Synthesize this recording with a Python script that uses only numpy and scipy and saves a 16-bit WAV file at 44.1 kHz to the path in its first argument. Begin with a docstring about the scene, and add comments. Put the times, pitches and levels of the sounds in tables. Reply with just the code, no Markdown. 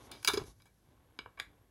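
"""Fingers and plier jaws rub a hollow plastic part at a wooden workbench in a small, quiet room.
A support is worked out of the part: ticks and cracks ring the plastic's modes, jaws ring on one steel
mode, and the freed piece bounces on the bench. Later the jaws tap the part twice and bite it.
Rubbing is dense small slips and fine hiss, the bench's low modes tremble, and shaped noise and a thin
high whine make the room sound. The direct sound outweighs the echoes, as close to the microphone."""
import sys
import numpy as np
from scipy import signal
from scipy.fft import rfft, irfft
from scipy.io import wavfile

SR = 44100
rng = np.random.default_rng(int(sys.argv[2]) if len(sys.argv) > 2 else 0)


def amplitude_ratio(level_db):
    """Convert a level in decibels to the matching linear amplitude (field) ratio."""
    exponent = np.asarray(level_db, float) / 20
    return 10 ** exponent


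def wav_record(signal):
    """Record a signal, one row per channel, as 16-bit PCM in the file named by sys.argv[1]."""
    frames = np.transpose(np.atleast_2d(signal))
    bounded = np.clip(frames, -1, 1)
    # unit amplitude maps onto the largest positive 16-bit level
    quanta = np.round(bounded * 32767).astype(np.int16)
    wavfile.write(sys.argv[1], SR, quanta)


N = 74970
T = np.arange(N) / SR   # seconds

# Quiet air of the room. Each row: pitch in Hz, relative density in dB per Hz.
AIR_SPECTRUM = [(15, -58.5), (25, -24), (48, 7.5), (141, -7.5), (175, -6), (641, -15), (1400, -25),
                (1520, -17), (2410, -27), (11600, -29.5), (16000, -37.5)]
AIR_DB = -71   # rms
WHINE_HZ, WHINE_T60_S, WHINE_DB = 11540, 0.038, -96.5   # thin, steady and high in the room sound

# Fingers and jaws rubbing the part. Each row: time in seconds, body level in dB, treble level in dB.
RUB_LEVELS = [(0, -56.5, -71), (.065, -59.5, -65.5), (.11, -57, -82), (.13, -53.5, -70),
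              (.22, -66.5, -69.5), (.3, -56, -53.5), (.42, -49, -65), (.445, -66.5, -72),
              (.47, -61.5, -61.5), (.51, -65, -67.5), (.55, -81, -84.5), (.59, -82, -79), (.62, -81, -81),
              (.7, -80.5, -91), (.74, -86.5, -85.5), (.9, -71, -87), (1.1, -72.5, -101), (1.17, -69, -87),
              (1.33, -75, -96.5), (1.45, -69.5, -89.5), (1.7, -78, -101)]
# Dull body of the rubbing. Each row: pitch in Hz, relative density in dB per Hz.
RUB_BODY_SPECTRUM = [(110, -46), (180, -20.5), (252, -1.5), (400, -7), (600, -9.5), (1200, -14),
                     (2300, -21.5), (3600, -19), (6000, -45.5), (9900, -93)]
# Fine hiss of the rubbing. Each row: pitch in Hz, relative density in dB per Hz.
RUB_TREBLE_SPECTRUM = [(1760, -47.5), (3000, -13.5), (3490, -6.5), (5160, -6), (6010, -2.5), (8010, -12.5),
                       (10800, -6.5), (12200, -17.5), (15500, -27.5)]
RUB_GRAINS_PER_S, RUB_RING_DB = 2700, -10.5   # ringing against the dull body

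# Low shaking of the bench. Each row: time in seconds, level in dB.
SHAKE_LEVELS = [(0.0, -58), (0.07, -64.5), (0.198, -59), (0.268, -74), (0.298, -50), (0.368, -51),
                (0.416, -45.5), (0.53, -62.5), (0.828, -77.5), (0.89, -60), (0.942, -72.5), (1.088, -67.5),
                (1.164, -71.5), (1.216, -65), (1.25, -72), (1.272, -61), (1.34, -77.5), (1.424, -63),
                (1.448, -63), (1.496, -65), (1.552, -70), (1.61, -62.5), (1.642, -79), (1.7, -67)]
# Low modes of the bench frame. Each row: pitch in Hz, level in dB, t60 in seconds.
FRAME_MODES = [(62, -2, .15), (82.4, 1, 0.067), (105.3, 2.5, 0.15)]

# Slips that ring the steel jaws. Each row: start in seconds, level in dB.
JAW_SLIPS = [(0.114, -57.5), (.2830, -31)]
JAW_HZ, JAW_T60_S = 3577, 0.068

# Plastic ticks and cracks. Each row: start in seconds, level in dB, crackle length in seconds,
# then five colours in dB, one at each of the colour pitches.
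CRACK_EVENTS = [(.1150, -46.5, 0.00392, -17.5, -11.5, 0, -3, 1.5),
                (0.124, -59.5, 0.062, -22.5, -20, 6, 6.5, -9), (.2280, -60.5, 0.0034, -9, 3.5, 1, 2, 8),
                (.2470, -37, 0.0023, -12, -7.5, -2, 1.5, 6.5), (.2750, -31, 0.0091, -20, -5, 4, 4, 3.5),
                (.2840, -32, 0.0039, -23.5, 3.5, -6.5, 5.5, -2.5),
                (.2960, -39.5, 0.0088, -11, 5, -6, -14, -27), (.3350, -44.5, 0.013, -2, 3, 2, 6, 4),
                (.3730, -42, .008, -22, 2, -5.5, 5.5, -11), (.4370, -57.5, 0.0043, -15.5, -16, -12, -9, -3),
                (.6000, -66.5, .010, -8, -4, -2.5, -11, -15.5),
                (.6205, -62, .001, -17, -16.5, -9, -2, -6.5), (.6560, -68.5, 0.025, -3, -2, 2, -4, 2.5),
                (1.1890, -39.5, 0.0015, -2.5, -2, -0.5, -12, -20.5),
                (1.2590, -52, 0.0016, 2, 0.5, -2, -35, -33), (1.3740, -59, 0.01, 0, 2, 4, -21.5, -21),
                (1.3900, -60.5, 0.015, 5, 12, 6.5, -7.5, -7)]
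# The colour pitches, low to high, in Hz.
COLOUR_PITCHES_HZ = [500, 1200, 2400, 5000, 11000]
# Main modes of the free part. Each row: pitch in Hz, level in dB, t60 in seconds
# (cracks cap it at the longest t60, rubbing halves it).
PART_MODES = [(519, -3, 0.057), (1002, -6.5, 0.025), (1123, 1, 0.09), (1310, -2, 0.029), (1568, -5.5, .03),
              (1743, -4.5, 0.021), (2307, 2, 0.028), (2862, -1.5, 0.014), (3754, -4.5, 0.023),
              (4090, -3, .02), (3220, -8, 0.01), (4980, -9, 0.011), (7500, -23.5, 0.013)]
CRACKLE_DB = -8.5   # crackle against the first break, before its length thins it
SNAP_DB, SNAP_T60_S = 1, 0.0055   # broad snap of every crack; t60 at 3 kHz
MINOR_DB, MINOR_SPREAD_DB = -7.5, 2.5   # crowd of small modes, and how unevenly a blow wakes them
MINOR_T60_S = 0.009   # up to 3 kHz, shorter above
LONGEST_T60_S = 0.028   # plastic rings no longer
RADIATES_ABOVE_HZ = 300   # the small part sends out no bass

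# The freed piece lands on the bench. Each row: time in seconds, level in dB, contact in seconds.
LANDINGS = [(0.2836, -32, 0.0012), (0.3369, -28, .001), (0.3732, -26.5, 0.00071), (.4120, -44.5, .001),
            (.4380, -48, 0.00075)]
# Modes of the bench board. Each row: pitch in Hz, level in dB, t60 in seconds.
BOARD_MODES = [(407.3, 2.5, 0.031), (366.8, -15, 0.064)]
KNOCK_ROOM_DB = -11   # low knocks reach the walls less

# The part held in the jaws. Each row: pitch in Hz, level in dB, t60 in seconds.
HELD_MODES = [(468, -26, .02), (1060, -18.5, 0.015), (1287, -9, .02), (1675, 1, 0.023), (2050, -5.5, 0.012),
              (2500, -2, 0.0075), (2900, -4, 0.011), (3430, 0, 0.0089)]
# Colours of the bite, one at each of the colour pitches, in dB.
BITE_COLOURS = [-10.5, -6, 0.5, -5.5, -15.5]
BITE_S, BITE_DB, BITE_CRACKLE_S = 1.3990, -35, 0.0018   # the jaws close on the part

ROOM_T60_S, ROOM_TREBLE_T60_S, ROOM_DB = 0.21, 0.18, -7
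NEAR_T60_S, NEAR_DB = 0.025, -9   # dense first echoes from bench, hands and tools

PORT_HZ, PORT_WIDTH_HZ, PORT_DB = 11450, 500, 5   # microphone port, against the plain sound
DROOP_HZ, DROOP_DB = 12400, -9.5   # the microphone is duller above its port
HISS_DB, HISS_ABOVE_HZ = -89, 12000   # microphone noise; level before its high-pass
LOW_CUT_HZ, CUTOFF_HZ = 48.4, 16900


def rms_one(x):
    """Scale to unit rms."""
    return x / np.sqrt(np.mean(x ** 2) + 1e-20)


def in_time(rows):
    """Columns of a curve, sample by sample."""
    s, *columns = np.transpose(rows)
    return [np.interp(T, s, column) for column in columns]


def high_pass(x, order, hz):
    """Butterworth high-pass."""
    return signal.sosfilt(signal.butter(order, hz, "high", fs=SR, output="sos"), x)


def coloured(x, spectrum):
    """Give noise or grains a spectrum; rms 1."""
    hz, db = np.transpose(spectrum)
    bins_hz = np.maximum(np.fft.rfftfreq(N, 1 / SR), 1)
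    gain = amplitude_ratio(np.interp(np.log(bins_hz), np.log(hz), db))
    return rms_one(irfft(rfft(x) * gain, N))


def ring(force, hz, t60):
    """A damped resonance: a unit click sets a sine of height 1 ringing."""
    r, w = amplitude_ratio(-60 / (t60 * SR)), 2 * np.pi * hz / SR
    return signal.lfilter([0, np.sin(w)], [1, -2 * r * np.cos(w), r * r], force + 1e-18)


def air():
    """Noise with the spectrum of the quiet room."""
    return amplitude_ratio(AIR_DB) * coloured(rng.standard_normal(N), AIR_SPECTRUM)


def whine():
    """Noise keeps one narrow high resonance sounding."""
    return amplitude_ratio(WHINE_DB) * rms_one(ring(rng.standard_normal(N), WHINE_HZ, WHINE_T60_S))


def rub():
    """Dense small slips make a dull body and ring the part; noise adds a fine hiss."""
    level_db, treble_db = in_time(RUB_LEVELS)
    slips = rng.standard_normal(N) * (rng.random(N) < RUB_GRAINS_PER_S / SR)
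    rung = rms_one(sum(amplitude_ratio(db) * ring(slips, hz, t60 / 2) for hz, db, t60 in PART_MODES[:8]))
    body = rms_one(coloured(slips, RUB_BODY_SPECTRUM) + amplitude_ratio(RUB_RING_DB) * rung)
    hiss = coloured(rng.standard_normal(N), RUB_TREBLE_SPECTRUM)
    return amplitude_ratio(level_db) * body + amplitude_ratio(treble_db) * hiss


def shake():
    """Hands on the bench keep its low modes trembling."""
    push = rng.standard_normal(N + SR)   # the first second lets the modes build up
    modes = [amplitude_ratio(db) * rms_one(ring(push, hz, t60)[SR:]) for hz, db, t60 in FRAME_MODES]
    return amplitude_ratio(in_time(SHAKE_LEVELS)[0]) * rms_one(sum(modes))


def fracture(s, length):
    """One break, then a dying crackle of smaller ones."""
    after = np.clip(T - s, 0, None)
    fade = (T > s) * np.exp(-(after / length) ** 2)
    thinning = np.sqrt(1 + length * SR / 20)   # a longer crackle is weaker at each moment
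    force = amplitude_ratio(CRACKLE_DB) * rng.laplace(size=N) * fade / thinning
    force[int(s * SR)] += 1
    return force


def jaws():
    """Slipping jaws ring on one steel mode."""
    force = sum(amplitude_ratio(db) * fracture(s, 0.0049) for s, db in JAW_SLIPS)
    return ring(force, JAW_HZ, JAW_T60_S)


def colour_gain(hz, level_db, colours_db):
    """Level of one blow at one pitch, its colour read between the colour pitches."""
    return amplitude_ratio(level_db + np.interp(np.log(hz), np.log(COLOUR_PITCHES_HZ), colours_db))


def struck(forces, modes, blows):
    """Forces drive the main modes, a row of very short, broad rings and a crowd of minor modes."""
    snap = [(hz, SNAP_DB, SNAP_T60_S * np.sqrt(3000 / hz)) for hz in np.geomspace(500, 15000, 10)]
    minor = []
    for hz in np.geomspace(400, 15500, num=80):
        uneven_db = MINOR_DB + MINOR_SPREAD_DB * rng.standard_normal(len(forces))
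        t60 = MINOR_T60_S * min(1, np.sqrt(3000 / hz))
        minor.append((hz * rng.uniform(0.92, 1.02), uneven_db, t60))
    total = np.zeros(N)
    for k, (hz, db, t60) in enumerate(list(modes) + snap + minor):
        gains = np.array([colour_gain(hz, *blow) for blow in blows])
        drive = (amplitude_ratio(db) * gains) @ forces
        total += (-1) ** k * ring(drive, hz, min(t60, LONGEST_T60_S))   # alternating polarity
    return total


def cracks():
    """Every crack rings the same part with a colour of its own."""
    forces = np.array([fracture(row[0], row[2]) for row in CRACK_EVENTS])
    return struck(forces, PART_MODES, [(row[1], row[3:]) for row in CRACK_EVENTS])


def knocks():
    """A soft contact feeds the board through a like resonance: each thump swells for a few cycles and dies."""
    force = np.zeros(N)
    for s, db, width in LANDINGS:
        force += amplitude_ratio(db) * np.exp(-((T - s) / width * 2) ** 2) / (width * SR)
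    thumps = np.zeros(N)
    for hz, db, t60 in BOARD_MODES:
        swell = ring(ring(force, hz, t60), hz, t60)
        thumps += amplitude_ratio(db) * swell * 40 / (t60 * SR)   # evens out the gain of the doubled resonance
    return thumps


def bite():
    """The jaws close; the clamped part rings differently."""
    force = fracture(BITE_S, BITE_CRACKLE_S)
    return struck(force[None], HELD_MODES, [(BITE_DB, BITE_COLOURS)])


def room(x):
    """Dense first echoes, then a diffuse tail whose treble dies first."""
    t = T[:SR // 2]
    near, noise = rng.standard_normal((2, len(t)))
    dull = signal.sosfilt(signal.butter(2, 3500, fs=SR, output="sos"), noise)
    tail = dull * amplitude_ratio(-60 * t / ROOM_T60_S) + (noise - dull) * amplitude_ratio(-60 * t / ROOM_TREBLE_T60_S)
    tail *= np.clip(t / 0.0025, 0, 1)   # the tail fades in
    first = near * amplitude_ratio(-60 * t / NEAR_T60_S)
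    echoes = amplitude_ratio(ROOM_DB) * rms_one(tail) + amplitude_ratio(NEAR_DB) * rms_one(first)
    return signal.fftconvolve(x, echoes / np.sqrt(len(t)))[:N]


def scene():
    """All sources at the bench; the plastic, jaws and knocks also reach the walls."""
    clicks = high_pass(cracks() + bite() + jaws(), 2, RADIATES_ABOVE_HZ)
    thuds = knocks()
    echoes = room(clicks + amplitude_ratio(KNOCK_ROOM_DB) * thuds)
    return (clicks + thuds + echoes + shake() + rub() + air() + whine())[None]


def band_limit(x):
    """A steep low-pass at the top of the band."""
    return signal.sosfilt(signal.butter(12, 17100, fs=SR, output="sos"), x)


def record(dry):
    """Microphone port resonance, treble droop and hiss, then top and bottom cut."""
    r, w = np.exp(-np.pi * PORT_WIDTH_HZ / SR), 2 * np.pi * PORT_HZ / SR
    edge = (1 - r * r) / 2
    port = signal.lfilter([edge, 0, -edge], [1, -2 * r * np.cos(w), r * r], dry)
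    x = dry + amplitude_ratio(PORT_DB) * port
    hiss = amplitude_ratio(HISS_DB) * high_pass(rng.standard_normal(x.shape), 4, HISS_ABOVE_HZ)
    low = signal.sosfiltfilt(signal.butter(6, DROOP_HZ, fs=SR, output="sos"), x)
    drooped = low + amplitude_ratio(DROOP_DB) * (x - low)
    top_cut = signal.cheby2(10, 50, CUTOFF_HZ, fs=SR, output="sos")
    mix = high_pass(signal.sosfilt(top_cut, drooped + hiss), 2, LOW_CUT_HZ)
    return band_limit(mix)


dry = scene()
out = record(dry)
wav_record(out)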